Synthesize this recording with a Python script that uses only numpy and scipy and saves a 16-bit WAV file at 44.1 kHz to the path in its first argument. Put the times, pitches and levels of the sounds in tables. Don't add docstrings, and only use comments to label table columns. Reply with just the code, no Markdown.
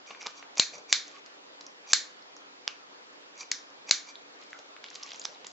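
import sys
import numpy as np
from scipy import signal
from scipy.fft import rfft, irfft
from scipy.io import wavfile
from scipy.ndimage import uniform_filter1d

SR = 44100
rng = np.random.default_rng(int(sys.argv[2]) if len(sys.argv) > 2 else 0)


def amplitude_ratio(level_db):
    exponent = np.asarray(level_db, float) / 20
    return 10 ** exponent


def wav_record(signal):
    frames = np.transpose(np.atleast_2d(signal))
    bounded = np.clip(frames, -1, 1)
    quanta = np.round(bounded * 32767).astype(np.int16)
    wavfile.write(sys.argv[1], SR, quanta)


N = 243414


def evened(x):
    return x / np.sqrt(np.mean(x ** 2) + 1e-20)


def read(points, hz):
    f, value = np.transpose(points)
    return np.interp(np.log(hz + 1), np.log(f + 1), value)


def add(mix, s, sound):
    part = mix[..., round(s * SR):][..., :sound.shape[-1]]
    part += sound[..., :part.shape[-1]]


def resonate(x, hz, width):
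    pole = np.exp((2j * np.pi * hz - np.pi * max(width, 5)) / SR)
    return 2 * signal.lfilter([1 - abs(pole)], [1, -pole], x).real


def slow(hz):
    return evened(signal.lfilter([1], [1, -np.exp(-2 * np.pi * hz / SR)], rng.standard_normal(N)))


def whitened(x, bins):
    spectrum = rfft(x)
    return irfft(spectrum / np.sqrt(uniform_filter1d(abs(spectrum) ** 2, size=bins)))


def swell(source, start, top, end, db, start_db, end_db):
    at = np.arange(round(start * SR), min(round(end * SR), N))
    level = db + np.interp(at / SR, [start, top, end], [start_db, 0, end_db])
    return source[at] * amplitude_ratio(level) * signal.windows.tukey(len(at), .3)


def causal(shared, low_hz, low_db, high_hz, high_db, thud_db, deep_db, treble_db, upper_hz, upper_db, size=1024):
    low_oct, high_oct, thud_hz, deep_hz, treble_hz = 0.28, 0.19, 800, 150, 7220
    hz = abs(np.fft.fftfreq(4 * size, 1 / SR)) + 1
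    db = read(shared, hz) + thud_db / (1 + (hz / thud_hz) ** 2)
    db = db + deep_db / (1 + (hz / deep_hz) ** 2) + treble_db / (1 + (treble_hz / hz) ** 14)
    rings = [(low_hz, low_db, low_oct), (high_hz, high_db, high_oct), (upper_hz, upper_db, high_oct)]
    for ring_hz, ring_db, octaves in rings:
        db = db + ring_db * np.exp(-(np.log2(hz / ring_hz) / octaves) ** 2)
    log_gain = np.log(amplitude_ratio(np.maximum(db, -70)))
    return np.fft.ifft(np.exp(np.conj(signal.hilbert(log_gain)))).real[:size]


# t/s, peak level/dB, fracture length/ms, room share level/dB, left-right level/dB
FRACTURES = [
    (0.5962, -0.16, 4.04, -7, 0),
    (0.9264, -1.75, 3.47, -6, 1),
    (1.9325, -1.5, 3.5, -6.5, -0.7),
    (2.6774, -9, 1.18, -14, -4),
    (3.515, -8.5, 3.5, -7.5, 1.5),
    (3.9102, -1, 3.44, -8, 1.5),
    (0.2675, -22, 4.1, -9.5, -0.5),
    (4.5303, -26.5, 0.89, -4.5, -0.5),
    (5.2524, -15, 2.9, -12, -5),
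]
# f/Hz, level/dB per Hz
CRACK_COLOUR = [(24, -62), (40, -38.5), (500, -18.5), (1300, -15.5), (2750, -13.5), (5500, -9), (7500, -6),
                (10100, -39)]
# low ring f/Hz, level/dB, high ring f/Hz, level/dB, thud level/dB
CRACK_RINGS = [(3000, 12, 4230, 18, 14), (2130, 10.5, 3400, 9, -7), (1570, 7.5, 4400, 7.5, -1.5),
               (1980, 12, 3290, 10.5, 8.5), (2030, 11, 4600, 9, -16.5), (2220, 7, 4340, 15.5, -0.5),
               (1000, 9.5, 3700, 8.5, 19.5), (1780, 32, 2860, 22, 25), (1270, 8, 3660, 9.5, 12.5)]
# f/Hz, level/dB per Hz
RIB_COLOUR = [(300, -60), (650, -45), (1100, -21.5), (1600, -14), (2750, -18.5), (4000, -6.5), (7700, -14),
              (10000, -46.5)]
# low ring f/Hz, level/dB, high ring f/Hz, level/dB, thud level/dB
RIB_RINGS = [(1920, 4.5, 4200, 7, -2.5), (2100, 6.5, 3700, 3.5, -1), (1920, 6, 4320, 3.5, -5.5),
             (2700, 17, 4200, -3, 49.5), (1905, 7.5, 5300, 5.5, 0.5), (2200, 5, 4500, 3, 2),
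             (1200, 8, 2700, 5, 40.5), (1385, 29, 2050, 25, 14.5), (1500, 2, 4300, 0, 23)]
# deep bass level/dB, crack treble level/dB, rib treble level/dB, upper ring f/Hz, level/dB
FRACTURE_EDGES = [(6.5, -6, -3.5, 7000, 9), (3.5, 4, -1, 4700, 4.5), (-16, -5.5, 1.5, 7500, 5.5),
                  (-43, -28.5, -6, 4900, 9), (-2, 2, -1, 6400, 3.5), (4, -2.5, 0.5, 6600, 5),
                  (-35.5, -17, -2, 4900, 5.5), (-23.5, -30, -10, 4800, -13), (-30, -17, -8, 5600, 10)]
# f/Hz, width/Hz, level/dB
STEEL_MODES = [(2270, 70, -9.5), (3690, 110, -6.5), (4330, 45, -2.5), (5190, 38, -7.5), (5880, 130, -2.5),
               (6190, 40, -7), (6800, 75, -3)]


def snaps():
    bounce_db, bounce_ms = -15, (.5, .8)
    near, far = np.zeros((2, N)), np.zeros(N)
    t = np.arange(2048) / SR
    for row, crack, rib, edges in zip(FRACTURES, CRACK_RINGS, RIB_RINGS, FRACTURE_EDGES):
        s, db, length_ms, wet_db, pan_db = row
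        deep_db, treble_db, rib_db, upper_hz, upper_db = edges
        u = t * 1000 / length_ms
        noise = rng.standard_normal(len(t)) * np.minimum(u * 9, 1) * np.exp(-.6 * u - u ** 5)
        burst = whitened(noise, 15)[:len(t) // 2]
        sound = np.convolve(burst, causal(CRACK_COLOUR, *crack, deep_db, treble_db, upper_hz, upper_db))
        ms = np.arange(len(sound)) / SR * 1000
        sound *= np.exp(-(ms / (1.6 * length_ms)) ** 4)
        sound *= amplitude_ratio(min(db, -.6)) / abs(band_edge(sound)).max()
        bounce = amplitude_ratio(bounce_db) * np.array([np.roll(sound, round(d * SR / 1000)) for d in bounce_ms])
        add(near, s, (sound + bounce) * amplitude_ratio([[min(pan_db, 0)], [min(-pan_db, 0)]]))
        ring = causal(RIB_COLOUR, *rib, 0, rib_db, upper_hz, 0.54 * upper_db, size=len(t))
        ring = ring + sum(amplitude_ratio(g + 6.5) * resonate(ring, f, w) for f, w, g in STEEL_MODES)
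        add(far, s, amplitude_ratio(wet_db) * ring * np.linalg.norm(sound) / np.linalg.norm(ring))
    return near, far


# start t/s, contact t/s, end t/s, high song level/dB, 2.4 kHz song relative
# level/dB
BITES = [
    (0.559, 0.58, 0.64, -44.5, 1),
    (0.873, 0.896, 0.98, -48.5, -7.5),
    (1.859, 1.904, 1.932, -43.5, -10),
    (3.863, 3.892, 3.904, -44.5, -5.5),
]
# start t/s, hardest t/s, end t/s, high song level/dB, 2.4 kHz song relative level/dB
STROKES = [
    (0.05, 0.081, 0.2, -56, -1.5),
    (0.185, 0.212, 0.3, -53, -0.5),
    (0.252, 0.257, 0.28, -52, -4),
    (0.339, 0.375, 0.43, -51, -9.5),
    (.72, 0.74, .81, -48, -7),
    (3.342, 3.41, 3.455, -49, -6.5),
    (3.401, 3.407, 3.435, -47, -8),
    (4.049, 4.098, 4.12, -48.5, -6.5),
]
# f/Hz, width/Hz, level/dB
BLADE_MODES = [(4680, 170, 1.5), (5774, 150, 4), (6070, 550, -4.5), (6250, 50, -7.5), (7040, 82, -14.5)]


def strokes():
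    grit = rng.standard_normal(N) * amplitude_ratio(2.7 * slow(150))
    modes = sum(amplitude_ratio(db + 0.77 * slow(25)) * resonate(grit, hz, 1.2 * w) for hz, w, db in BLADE_MODES)
    high = evened(modes + 0.055 * grit + .25 * resonate(grit, 3800, 700))
    song = evened(resonate(grit, 2370, 140) * amplitude_ratio(3.6 * slow(24)))
    scrape = evened(resonate(resonate(grit, 1000, 700), 1000, 820))
    out = np.zeros(N)
    follow, scrape_db = .7, -62.5
    for rows, start_db, end_db in [(STROKES, -21, -19), (BITES, -24, 4.5)]:
        for *span, db, song_db in rows:
            add(out, span[0], swell(high, *span, db, start_db, end_db))
            add(out, span[0], swell(scrape, *span, scrape_db, -6.5, -2))
            add(out, span[0], swell(song, *span, db + song_db, follow * start_db, follow * end_db))
    return out


def impacts(rows, t60, share, air):
    out, t = np.zeros(N), np.arange(1500) / SR
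    fade = amplitude_ratio(-30 * t / np.clip(t60, .003, .05))
    for s, db, hz, knock_db in rows:
        noise = rng.standard_normal(len(t))
        burst = whitened(noise * fade * np.minimum(t / (0.046 * t60), 1), 9)
        mode = resonate(resonate(burst, hz, share * hz), hz, 1.4 * share * hz)
        body = fade * (mode + air * np.diff(burst, prepend=0))
        knock = fade * resonate(resonate(burst, 950, 1000), 820, 690)
        sound = body / abs(body).max() + amplitude_ratio(knock_db - 2.5) * knock / abs(knock).max()
        add(out, s, amplitude_ratio(db - 1.5) * sound)
    return out


# t/s, peak level/dB, f/Hz, low knock level/dB
BONE_TICKS = [(.106, -31, 2370, -2), (.11, -30, 2270, -4.5), (.148, -33, 1790, -23),
              (.216, -31.5, 2380, -27), (0.2596, -27, 1000, -9), (0.2632, -22.5, 3500, -27),
              (.305, -39.5, 4000, -11), (.426, -33.5, 1900, -21), (0.572, -25, 4300, -8.5),
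              (1.165, -43, 1630, -19), (1.261, -35, 4690, -33.5), (1.609, -33.5, 4560, -11.5),
              (3.893, -23, 5130, -15.5), (4.414, -40.5, 4900, -15.5), (4.435, -41.5, 5800, -23.5),
              (4.505, -40, 6500, -22), (4.589, -34.5, 4270, -7.5), (4.764, -33.5, 1810, -36),
              (4.82, -46, 3140, -16), (4.8407, -26.5, 3000, -35), (4.912, -36, 1770, -10),
              (5.062, -35.5, 5520, -10), (5.144, -31, 3630, -11.5), (5.213, -35, 4900, -17),
              (5.445, -32, 3460, -8)]


def bone_ticks():
    return impacts(BONE_TICKS, t60=.016, share=0.94, air=0.055)


# t/s, peak level/dB, f/Hz, low knock level/dB
BLADE_PINGS = [(.228, -30.5, 5430, -2), (0.5799, -17.5, 6100, -10.5), (0.59, -35, 6400, 2),
               (.744, -42, 6230, -27), (0.782, -36, 6050, -20), (1.079, -37.5, 6300, -24.5),
               (1.665, -32, 5670, -23.5), (1.921, -28, 5840, -25), (2.223, -41.5, 4570, -13),
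               (2.365, -37.5, 5910, -4.5), (3.408, -27.5, 4630, -27), (5.032, -24, 5500, -15),
               (5.133, -32.5, 5660, -8), (5.159, -33, 6200, -13), (5.196, -26.5, 7020, -36),
               (5.348, -38.5, 3800, -25), (4.155, -28, 3770, -28.5), (5.216, -30, 4700, -22),
               (.2165, -33, 5600, -19.5), (1.2607, -38, 4700, -30), (1.6098, -34.5, 4500, -30),
               (3.702, -46, 6000, -25.5), (3.378, -40, 6800, -30.5)]


def blade_pings():
    return impacts(BLADE_PINGS, t60=0.0099, share=0.19, air=0.035)


# t/s, peak level/dB, f/Hz
WET_POPS = [(4.424, -38.5, 3030), (4.85, -37, 3530), (4.862, -32.5, 3450), (4.885, -34.5, 3530),
            (4.902, -31, 5760), (4.943, -36, 4700), (4.952, -27.5, 6500), (4.956, -25, 4030),
            (5.028, -29.5, 4670), (5.096, -37, 3180), (5.106, -30, 4940), (5.117, -25, 3300),
            (5.249, -25.5, 5600), (5.467, -24, 7200), (4.93, -36, 3500), (5.014, -39, 3400),
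            (5.047, -43, 6500), (5.076, -36, 2500), (5.089, -36, 4530), (5.168, -40, 7000),
            (5.176, -43, 7000), (5.184, -39, 5000), (5.239, -32, 6540), (5.463, -40, 2500),
            (5.514, -40, 5060), (.0625, -42, 4000), (.071, -40, 6500), (3.13, -46, 7000),
            (4.22, -46.5, 5550), (.555, -38.5, 6200)]


def wet_pops():
    return impacts([(*row, -31) for row in WET_POPS], t60=0.013, share=0.56, air=0.11)


# t/s, crackle level/dB
PULLS = [
    [(1.05, -52.5), (1.2, -54)],
    [(4.38, -62.5), (4.7, -61.5)],
    [(4.8, -67.5), (5.078, -49), (5.52, -63)],
]


def crackle():
    t, pops = np.arange(300) / SR, np.zeros(N)
    for hz in np.geomspace(2200, 7400, num=14):
        happens = rng.random(N) < 150 / SR
        size = amplitude_ratio(4.7 * np.minimum(rng.exponential(1, N), 4)) * happens
        pops += signal.oaconvolve(size, np.sin(2 * np.pi * hz * t) * np.exp(-t * hz / 3.0))[:N]
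    level = np.zeros(N)
    for rows in PULLS:
        s, db = np.transpose(rows)
        t = np.arange(s[0], s[-1], 1 / SR)
        add(level, s[0], amplitude_ratio(np.interp(t, s, db)) * signal.windows.tukey(len(t), .06))
    rustle = evened(resonate(rng.standard_normal(N), 4900, 3500)) * amplitude_ratio(7.6 * slow(60))
    return level * (evened(pops) + 0.35 * rustle)


# start t/s, hardest t/s, end t/s, rumble level/dB
DRAGS = [
    (0.716, .738, 0.816, -53),
    (1.06, 1.08, 1.1, -63),
    (3.68, 3.716, 3.72, -56),
    (4.59, 4.598, 4.6, -48.5),
    (5.274, 5.28, 5.34, -56.5),
    (5.4, 5.493, 5.46, -56),
]
# start t/s, loudest t/s, end t/s, level/dB
SQUEAKS = [
    (1.115, 1.166, 1.2, -54.5),
    (3.674, 3.71, 3.735, -58.5),
    (4.203, 4.236, 3.84, -53.5),
    (4.384, 4.411, 4.424, -56.5),
    (4.57, 4.594, 4.2, -69),
    (4.93, 5.045, 5.09, -56),
    (5.422, 5.5, 5.4, -59),
]


def board():
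    noise, out = rng.standard_normal((2, N)), np.zeros(N)
    body = resonate(resonate(noise[0], 590, 450), 550, 350)
    rumble = evened(body + 0.37 * resonate(noise[0], 190, 70))
    squeak = evened(resonate(resonate(noise[1], 1120, 60), 1190, 150))
    for source, rows, edge_db in [(rumble, DRAGS, -7.5), (squeak, SQUEAKS, -6.5)]:
        for row in rows:
            add(out, row[0], swell(source, *row, edge_db, edge_db))
    return out


# f/Hz, t60/s
ROOM_DECAY = [(400, 0.39), (1300, 0.37), (3500, 0.28), (7000, 0.27)]


def kitchen(x):
    taps = np.zeros((3, SR // 2))
    starts = np.arange(250, SR // 2 - 20, 20)
    at = starts + rng.integers(0, 20, (3, len(starts)))
    np.put_along_axis(taps, at, rng.choice([-1., 1.], at.shape), 1)
    hz, t, z = signal.stft(taps[:2] + 1.3 * taps[2], SR, nperseg=128)
    decay = amplitude_ratio(-60 * t / read(ROOM_DECAY, hz)[:, None])
    tail = signal.istft(z * decay * np.minimum(t / 0.0059, 1), SR, nperseg=128)[1]
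    return signal.fftconvolve(x[None], tail / np.linalg.norm(tail[0]), axes=1)[:, :N]


# f/Hz, level/dB per Hz
HISS_COLOUR = [(30, -66), (200, -15), (400, -5.5), (1160, -5), (1840, -8.5), (4790, -13), (7800, -23),
               (10100, -61)]
# f/Hz, correlation [-1 to 1]
HISS_LIKENESS = [(60, 0.18), (160, 0.45), (430, -0.06), (1150, -0.58), (3090, -0.63), (8290, -0.54)]


def hiss():
    frames, hz = N // 256 + 5, np.fft.rfftfreq(1024, 1 / SR)
    a, b, c, d, patches = rng.standard_normal((frames, 513, 5)).T
    patches = evened(uniform_filter1d(uniform_filter1d(patches, size=10, axis=0), size=12, axis=1))
    same = np.clip(read(HISS_LIKENESS, hz), -1, 1)[:, None]
    left = a + 1j * b
    z = np.array([left, same * left + np.sqrt(1 - same ** 2) * (c + 1j * d)])
    z *= amplitude_ratio(read(HISS_COLOUR, hz)[:, None] + 1.4 * patches)
    return amplitude_ratio(-55.5 + 4) * evened(signal.istft(z, nperseg=1024, noverlap=768)[1][:, :N])


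# f/Hz, level/dB
DRONE_TONES = [(289, -69.5), (398, -75.5), (498, -71.5)]


def drone():
    return sum(amplitude_ratio(db) * evened(resonate(rng.standard_normal(N), f, 14)) for f, db in DRONE_TONES)


def scene():
    near, far = snaps()
    rub, wet = strokes(), crackle()
    small = bone_ticks() + blade_pings() + wet_pops()
    send = far + amplitude_ratio(-8.0) * small + amplitude_ratio(-7) * rub + amplitude_ratio(-19) * wet
    close = small + amplitude_ratio(3) * rub + amplitude_ratio(-5.5) * wet
    light = signal.butter(N=2, Wn=260, btype="high", fs=SR, output="sos")
    heavy = signal.butter(N=2, Wn=120, btype="high", fs=SR, output="sos")
    room = kitchen(signal.sosfilt(light, send))
    contact = signal.sosfilt(light, close) + signal.sosfilt(heavy, board())
    return near + contact * amplitude_ratio([[-.4], [.4]]) + room + hiss() + drone()


def band_edge(x):
    edge = signal.firwin(301, 7660, window=("kaiser", 8), fs=SR)
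    leak = signal.firwin(301, 9526, window=("kaiser", 8), fs=SR) + .1 * signal.unit_impulse(301, "mid")
    return signal.oaconvolve(np.atleast_2d(x), (edge + amplitude_ratio(-39.5) * leak)[None], "same")


def low_pass(x):
    return signal.sosfilt(signal.butter(12, 8890, fs=SR, output="sos"), x)


def record(dry):
    mix = band_edge(dry)
    return low_pass(mix)


dry = scene()
out = record(dry)
wav_record(out)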